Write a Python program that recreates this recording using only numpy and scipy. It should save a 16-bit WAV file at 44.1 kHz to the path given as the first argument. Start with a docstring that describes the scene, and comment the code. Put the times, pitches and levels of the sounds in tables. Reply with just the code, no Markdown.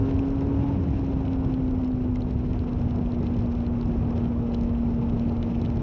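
"""On a wet road, aboard a four-cylinder motorcycle. The firing cylinders hum as the engine pulls for
about a second, then eases off. Wind thumps and roars at the sheltered microphone, tyres and spray hiss,
and grit and drops tick on the fairing (the bike's front shell). A brief rising whoop sounds early on.
The recorder's gain control evens out the gusts."""
import sys
import numpy as np
from scipy import signal
from scipy.fft import rfft, irfft, next_fast_len
from scipy.io import wavfile
from scipy.ndimage import uniform_filter1d, map_coordinates

SR = 44100
rng = np.random.default_rng(int(sys.argv[2]) if len(sys.argv) > 2 else 0)


def log_audio(samples):
    """Write samples as a 16-bit WAV file to the path given in sys.argv[1]."""
    # one column per channel
    frames = np.atleast_2d(samples).T
    # limit to full scale, then quantise
    limited = np.clip(frames, -1, 1)
    pcm = np.round(limited * 32767).astype(np.int16)
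    wavfile.write(sys.argv[1], SR, pcm)


N = 256662

# How often the cylinders fire: time_s, firing_hz
FIRING_RATE = [(0, 267.8), (.3, 272.4), (.62, 277.2), (.72, 276.6), (.85, 269.6), (1, 271.3), (1.4, 263),
               (2, 251.5), (2.4, 245.2), (2.6, 245.4), (2.85, 242), (3.4, 238.9), (4.2, 235.9), (5, 234.1),
               (5.55, 234.2), (5.68, 235.3), (5.82, 232)]
# How hard the engine works: time_s, hum_db, throttle (0 shut, 1 full)
ENGINE_EFFORT = [(0, -25.5, 0.96), (.3, -27, 0.77), (.55, -28.5, 0.91), (.68, -30.5, 0.72),
                 (.8, -30.5, 0.1), (1, -31.5, 0), (1.2, -28.5, 0.03), (1.7, -27, 0.1), (2.15, -29, 0),
                 (2.33, -33.5, 0), (2.5, -31, 0), (2.9, -30, 0), (3.4, -29, 0.2), (4.1, -30, 0),
                 (4.5, -29, 0.56), (5.3, -28, 0.34), (5.82, -33.5, 0.6)]
# Tones above the hum, by multiple of a quarter of the firing rate.
# Their levels next to the hum, by throttle: shut_db, half_db, full_db
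OVERTONES = {5: (-21, -30, -30), 6: (-24, -26, -8), 7: (-29, -40, -30), 8: (-29, -18, -28),
             10: (-36, -23.5, -34), 11: (-40, -33, -42), 12: (-33, -37, -28), 14: (-42, -35, -26),
             15: (-38, -33, -42), 16: (-36, -44, -26), 18: (-42, -44, -41), 19: (-46, -41, -35),
             20: (-41, -44, -42), 21: (-46, -46, -36), 22: (-43, -39, -43), 23: (-43, -39, -41)}
# Gusts: time_s, wind_db (0 is average), buffet_db
GUSTS = [(.1, 3, -24), (.3, 0.5, -27.5), (.5, 3.5, -25.5), (.7, 2, -24), (.9, 1.5, -24.5),
         (1.3, 1.5, -27.5), (1.7, -0.5, -25.5), (2.1, -2, -28.5), (2.5, -1.5, -27.5), (2.9, 1, -26),
         (3.3, 0, -26.5), (3.6, 0.5, -29), (3.9, 0.5, -27), (4.2, 2, -25), (4.4, -1, -29), (4.7, 0, -27.5),
         (5.1, 0.5, -26.5), (5.45, 0.5, -28), (5.7, 0, -26.5)]
# Extra hiss from water on the road: time_s, wet_db
WETNESS = [(0, 3.5), (.45, -.5), (.7, 2.5), (.95, 0), (1.4, 0.5), (2.1, -1), (2.9, 0), (3.8, -.5),
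           (4.6, -0.5), (5.2, 0), (5.82, 0.5)]
# The tone of each noise made by wind and spray: pitch_hz, level_db
BUFFET_TONE = [(30, -34.5), (60, 0.5), (90, 1), (150, -3.5), (210, -7.5), (300, -12), (450, -19.5),
               (700, -36), (1200, -96)]
RUMBLE_TONE = [(12, -48), (25, 1), (40, 17.5), (55, 13), (75, 3.5), (110, -12.5), (200, -62)]
ROAR_TONE = [(150, -29), (330, 5.5), (450, 3), (600, 3), (850, 1.5), (1100, -6), (1500, -13), (2000, -24.5),
             (3000, -73.5)]
SPRAY_TONE = [(900, -28.5), (1500, -4), (1800, -2), (2600, 0.5), (3300, -6.5), (4000, -11.5), (4800, -15.5),
              (5450, -14), (6200, -20), (6900, -28.5), (7600, -40), (8400, -53.5), (12000, -100)]
# The loudest grit hits: start_s, level_db, pitch_hz, width_octaves, treble_db (added to level_db)
GRIT_HITS = [(0.11, -39.5, 2700, 0.41, -9.5), (0.142, -48, 2610, 0.26, -3), (0.1642, -41, 3360, 0.25, -28),
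             (0.1915, -33.5, 2650, 0.13, -14), (0.2075, -60, 4300, 0.2, 5), (0.255, -51, 3170, 0.26, -2),
             (0.2842, -50, 2970, 0.14, -2), (0.303, -48, 3650, 0.28, -2), (0.408, -43.5, 2330, 0.25, -6),
             (0.4677, -53, 4210, 0.16, -1), (0.6373, -51, 3170, 0.22, -1), (0.8366, -52, 3520, 0.38, -1),
             (0.9052, -58.5, 3650, 0.13, 7), (0.9831, -50, 3210, 0.18, -5), (0.993, -46, 3170, 0.3, -7.5),
             (1.047, -57, 3900, 0.2, 1), (1.0643, -49, 2800, 0.29, -5), (1.2518, -41, 2990, 0.16, -17),
             (1.2796, -39, 3020, 0.16, -27), (1.3218, -51, 2620, 0.22, -9.8),
             (1.3314, -40.5, 2870, 0.34, -8), (1.448, -45.5, 3310, 0.2, -10),
             (1.5396, -39.5, 3140, 0.33, -17), (1.5897, -51, 2780, 0.2, -18), (1.679, -43, 2960, 0.37, -13),
             (1.7094, -50, 4050, 0.31, -2), (1.8332, -42, 2500, 0.26, -25), (1.845, -39.5, 2890, 0.31, -13),
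             (1.8561, -58, 3160, 0.25, 3), (1.876, -51, 2110, 0.13, -1.6), (1.9168, -48.5, 3690, 0.19, -26),
             (2.1575, -37, 2300, 0.37, -10), (2.1666, -52, 3830, 0.14, -18.5), (2.206, -44, 2780, 0.14, -9),
             (2.2192, -40, 3860, 0.23, -21), (2.308, -50, 4030, 0.13, -2), (2.507, -47, 2820, 0.24, -10),
             (2.389, -57, 4000, 0.3, 1), (2.5325, -41, 2740, 0.31, -10), (2.5908, -40.5, 3700, 0.4, -14),
             (2.6912, -47, 2820, 0.31, -21), (2.7316, -46, 3630, 0.15, -9.0),
             (2.8149, -41, 2550, 0.33, -9.5), (2.8977, -55, 2990, 0.34, -1), (2.9072, -42, 3140, 0.22, -17),
             (2.9591, -46.5, 3020, 0.37, -0.5), (2.9855, -49, 3310, 0.24, -15),
             (3.0603, -44, 2970, 0.19, -28), (3.12, -44, 3790, 0.26, -11), (3.1456, -42, 2310, 0.26, -19),
             (3.2295, -56.2, 4330, 0.13, 6), (3.2594, -48, 2720, 0.46, -7.6),
             (3.2663, -37, 3150, 0.29, -18), (3.2725, -49, 3810, 0.16, -11), (3.3387, -46, 2840, 0.32, -12),
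             (3.345, -42, 2670, 0.18, -18), (3.366, -43, 2680, 0.36, -7), (3.3891, -42, 3380, 0.24, -8.9),
             (3.4056, -49, 3460, 0.31, -4), (3.421, -46.4, 3870, 0.2, -12.5), (3.459, -48, 4050, 0.13, -9),
             (3.5163, -54.3, 4310, 0.13, -3.1), (3.5223, -47, 2490, 0.47, -4),
             (3.551, -44, 3480, 0.16, -14.4), (3.6036, -42.5, 2840, 0.33, -12),
             (3.665, -40.5, 3050, 0.29, -10), (3.8114, -41, 4020, 0.19, -9),
             (3.828, -44.7, 2530, 0.45, -15), (3.857, -49, 3860, 0.14, -1), (3.884, -60, 4200, 0.2, 5),
             (3.9184, -46, 3170, 0.15, -16), (4.0501, -43.5, 2600, 0.14, -20),
             (4.106, -43.5, 2560, 0.43, -8.5), (4.1598, -54, 2470, 0.44, 1),
             (4.1776, -39.5, 2830, 0.34, -9), (4.2432, -42, 2500, 0.29, -20),
             (4.255, -40.5, 3000, 0.19, -23), (4.519, -51, 4000, 0.12, -21), (4.532, -53, 3090, 0.16, 0),
             (4.538, -39.5, 2620, 0.41, -11), (4.5448, -32.5, 3480, 0.14, -13),
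             (4.551, -46, 3220, 0.2, -21), (4.6103, -43.9, 3790, 0.37, -3), (4.625, -47, 2980, 0.28, -12),
             (4.634, -43.5, 2400, 0.42, -4), (4.6916, -46, 2900, 0.25, -23), (4.749, -41, 2660, 0.13, -23),
             (4.7545, -47.1, 2800, 0.2, -18), (4.9051, -49.5, 2750, 0.29, -8),
             (4.9461, -55, 3070, 0.38, -1), (5.0134, -48, 2300, 0.43, -5), (5.09, -38, 2720, 0.11, -30),
             (5.0967, -41.5, 3000, 0.24, -12), (5.195, -38.5, 3240, 0.31, -9.5),
             (5.2524, -45, 2520, 0.2, -24), (5.2938, -41.5, 3350, 0.21, -24), (5.322, -57, 4200, 0.2, 1),
             (5.367, -42, 3160, 0.21, -14.3), (5.427, -33.5, 3200, 0.27, -17),
             (5.4903, -54.5, 2230, 0.36, -6), (5.5472, -41.8, 2770, 0.24, -19.5),
             (5.5527, -45, 2860, 0.22, -11), (5.615, -41, 3780, 0.13, -4.5),
             (5.649, -35.5, 2700, 0.28, -18), (5.6587, -37, 3380, 0.17, -20),
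             (5.7007, -40.5, 2680, 0.36, -12), (5.758, -60, 4150, 0.2, 9), (5.7702, -41, 3510, 0.32, -10.6)]
# The notes the fairing rings at: pitch_hz, level_db, ring_s (time to fade by 60 dB)
FAIRING_NOTES = [(1250, -1.5, .015), (1690, 1.5, .015), (2110, 3.5, 0.019), (2440, 2.5, 0.014),
                 (2630, 1.5, 0.016), (3023, 3.5, 0.014), (3400, 1.5, 0.013), (3970, 2.5, 0.014),
                 (4390, 2, 0.014), (5336, 2, 0.0093), (6000, -4, 0.0091), (6550, -9, 0.011),
                 (7350, -15, 0.0071)]
# How the microphone's housing colours the treble: pitch_hz, gain_db
HOUSING_TONE = [(3100, 0), (3500, -1), (3950, 1.5), (4400, 0.5), (4800, -1.5), (5150, 1.5)]


def amp(db):
    """Turn decibels into a gain."""
    return 10 ** (np.asarray(db) / 20)


def unit(x):
    """Scale x to an average (rms) level of 1."""
    return x / np.sqrt(np.mean(x ** 2) + 1e-20)


def curves(rows):
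    """One value per sample for each column after the time."""
    time_s, *columns = np.transpose(rows)
    return [np.interp(np.arange(N) / SR, time_s, column) for column in columns]


def wobble(rate_hz):
    """A smooth curve through rate_hz random points a second."""
    points = rng.standard_normal(int(N * rate_hz / SR) + 4)
    return map_coordinates(points, [np.arange(N) * rate_hz / SR])


def filtered(x, gain_at):
    """Scale each frequency in x by gain_at(hz)."""
    size = next_fast_len(N + 8192)
    return irfft(rfft(x, size) * gain_at(np.fft.rfftfreq(size, 1 / SR)), size)[:N]


def colour(x, tone):
    """Shape x with a tone table and bring it to level 1."""
    pitch_hz, db = np.transpose(tone)
    return unit(filtered(x, lambda hz: amp(np.interp(np.log(hz + 1), np.log(pitch_hz), db))))


def engine():
    """Firing cylinders make a hum. They are not quite equal, adding tones that change with throttle."""
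    (firing_hz,) = curves(FIRING_RATE)
    hum_db, throttle = curves(ENGINE_EFFORT)
    cycle = np.pi / 2 * np.cumsum(firing_hz) / SR  # one turn for every four firings
    sound = amp(1.1 * wobble(10)) * np.sin(4 * cycle + .12 * wobble(15))  # the fuel burns unevenly
    for multiple, levels_db in OVERTONES.items():
        level_db = np.interp(throttle, [0, .5, 1], levels_db) + 1.2 * wobble(7) + 1.8 * wobble(30)
        phase = multiple * cycle + .045 * multiple * wobble(16) + rng.uniform(0, 2 * np.pi)
        sound += amp(level_db) * np.sin(phase)
    return np.sqrt(2) * amp(hum_db) * sound


def eddies(count, spread_db):
    """Swirls of air kick the microphone at random, pushing more often than pulling."""
    when, direction, strength = rng.uniform(size=(count, 3)).T
    kicks = np.sign(direction - .3) * amp(-spread_db * np.log(strength))
    return unit(np.bincount((when * N).astype(int), kicks, N))


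def rush(patchy_db):
    """Rushing noise, with louder and softer patches across pitch and time."""
    spectrum = signal.stft(rng.standard_normal(N), nperseg=512)[2]
    patches = uniform_filter1d(rng.standard_normal(spectrum.shape), size=6, axis=0)
    patches = uniform_filter1d(patches, size=5, axis=1)
    return signal.istft(spectrum * amp(patchy_db * unit(patches)), nperseg=512)[1][:N]


def wind_and_spray():
    """Swirling air thumps the microphone; each sharp swirl brings a puff of roar and spray hiss."""
    wind_db, buffet_db = curves(GUSTS)
    (wet_db,) = curves(WETNESS)
    flutter = wobble(22)
    kicks = eddies(count=900, spread_db=0.16)
    buffet = colour(0.79 * kicks + amp(2.0 * flutter) * unit(rush(patchy_db=-1.53)), BUFFET_TONE)
    rumble = colour(rush(patchy_db=-2.5), RUMBLE_TONE)
    swing = uniform_filter1d(np.gradient(buffet) ** 2, size=500)  # how fast the pressure swings
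    swing_db = 10 * np.log10(np.abs(swing) / swing.mean() + 0.14)
    roar_puffs = amp(0.17 * swing_db + 0.45 * wobble(30) + 0.49 * flutter)
    roar = colour(0.43 * kicks + roar_puffs * unit(rush(patchy_db=1.0)), ROAR_TONE)
    hiss_puffs = amp(0.24 * swing_db + 0.66 * wobble(12) + 1.3 * wobble(70))
    hiss = colour(hiss_puffs * rush(patchy_db=0.5), SPRAY_TONE)
    # Stronger wind means less rumble, but more roar and hiss.
    return (amp(buffet_db) * buffet
            + amp(-33.5 - 1.6 * wind_db) * rumble
            + amp(-43.5 + 0.97 * wind_db) * roar
            + amp(-59.5 + 0.62 * wind_db + wet_db) * hiss)


def pings(start_s, level_db, pitch_hz, ring_s):
    """One note of the fairing rings at every hit, rattles slightly and dies away."""
    size = 500
    t = np.arange(size) / SR
    rise = (1 - np.exp(-t / 0.00039)) ** 2
    fade = amp(level_db[:, None] - 60 * t / ring_s)
    rattle = .055 * np.cumsum(rng.standard_normal((len(start_s), size)), axis=1)
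    wave = fade * rise * np.sin(2 * np.pi * pitch_hz[:, None] * t + rattle)
    at = np.round(start_s * SR).astype(int)[:, None] + np.arange(size)
    return np.bincount(at.ravel(), wave.ravel(), N + size)[:N]


def faint_hits(count, width_octaves, treble_db):
    """Further, fainter hits land at random, most of them softly. Gives rows like those of GRIT_HITS."""
    when, size, pitch, brightness = rng.uniform(size=(count, 4)).T
    return np.transpose([when * N / SR, -62 + 8 * size ** 2.1, 2300 * 1.7 ** pitch,
                         np.full(count, width_octaves), treble_db + 14 * (brightness - .5)])


def grit_and_drops():
    """Each hit shares its strength among the fairing's notes near its pitch; treble notes ring too."""
    hits = np.vstack([faint_hits(count=540, width_octaves=0.18, treble_db=-8), GRIT_HITS])
    start_s, hit_db, hit_hz, width_octaves, treble_db = hits.T
    note_hz, note_db, ring_s = FAIRING_NOTES_BY_COLUMN = np.transpose(FAIRING_NOTES)
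    below_treble = note_hz < 4800
    distance = np.log2(note_hz / hit_hz[:, None]) / width_octaves[:, None]
    share = np.exp(-distance ** 2 / 2) * below_treble + 1e-6
    share_db = 10 * np.log10(share / share.sum(axis=1, keepdims=True))
    level_db = hit_db[:, None] + note_db + np.where(below_treble, share_db, treble_db[:, None])
    chance = rng.standard_normal((len(hits), 2, len(note_hz)))  # no two hits sound alike
    level_db += 1.4 * chance[:, 0]
    pitch_hz = note_hz * (1 + .02 * chance[:, 1])
    return sum(pings(start_s, level_db[:, k], pitch_hz[:, k], ring_s[k]) for k in range(len(note_hz)))


def whoop(middle_s=.655, half_length_s=.095, pitch_hz=856, climb_hz_per_s=400, throb_hz=19):
    """A slightly rough tone swells, climbs and fades, throbbing as it goes."""
    t = np.arange(N) / SR - middle_s
    swell_db = -41 - 10 * (t / half_length_s) ** 4
    throb_db = 4 * np.cos(2 * np.pi * throb_hz * t)
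    rough_db, waver = 3 * wobble(80), .8 * wobble(60)
    phase = 2 * np.pi * (pitch_hz * t + climb_hz_per_s * t ** 2 / 2)
    return amp(swell_db + throb_db + rough_db) * np.sin(phase + waver)


def scene():
    """Add all the sounds into one channel."""
    return (engine() + wind_and_spray() + grit_and_drops() + whoop())[None]


def record(dry):
    """The housing colours the sound; gain control turns loud moments down and quiet ones up."""
    pitch_hz, gain_db = np.transpose(HOUSING_TONE)
    sound = filtered(dry[0], lambda hz: amp(np.interp(hz, pitch_hz, gain_db)))
    level = np.sqrt(np.abs(uniform_filter1d(sound ** 2, size=1400)) + 1e-9)  # over about 32 ms
    sound = sound * (level / amp(-24.0)) ** -.35
    sound = sound / (1 + np.abs(sound / .2) ** 6) ** (1 / 6)  # round off the peaks
    return filtered(sound, lambda hz: 1 / (1 + (hz / 8000) ** 24))[None]  # cut the highest treble


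dry = scene()
out = record(dry)
log_audio(out)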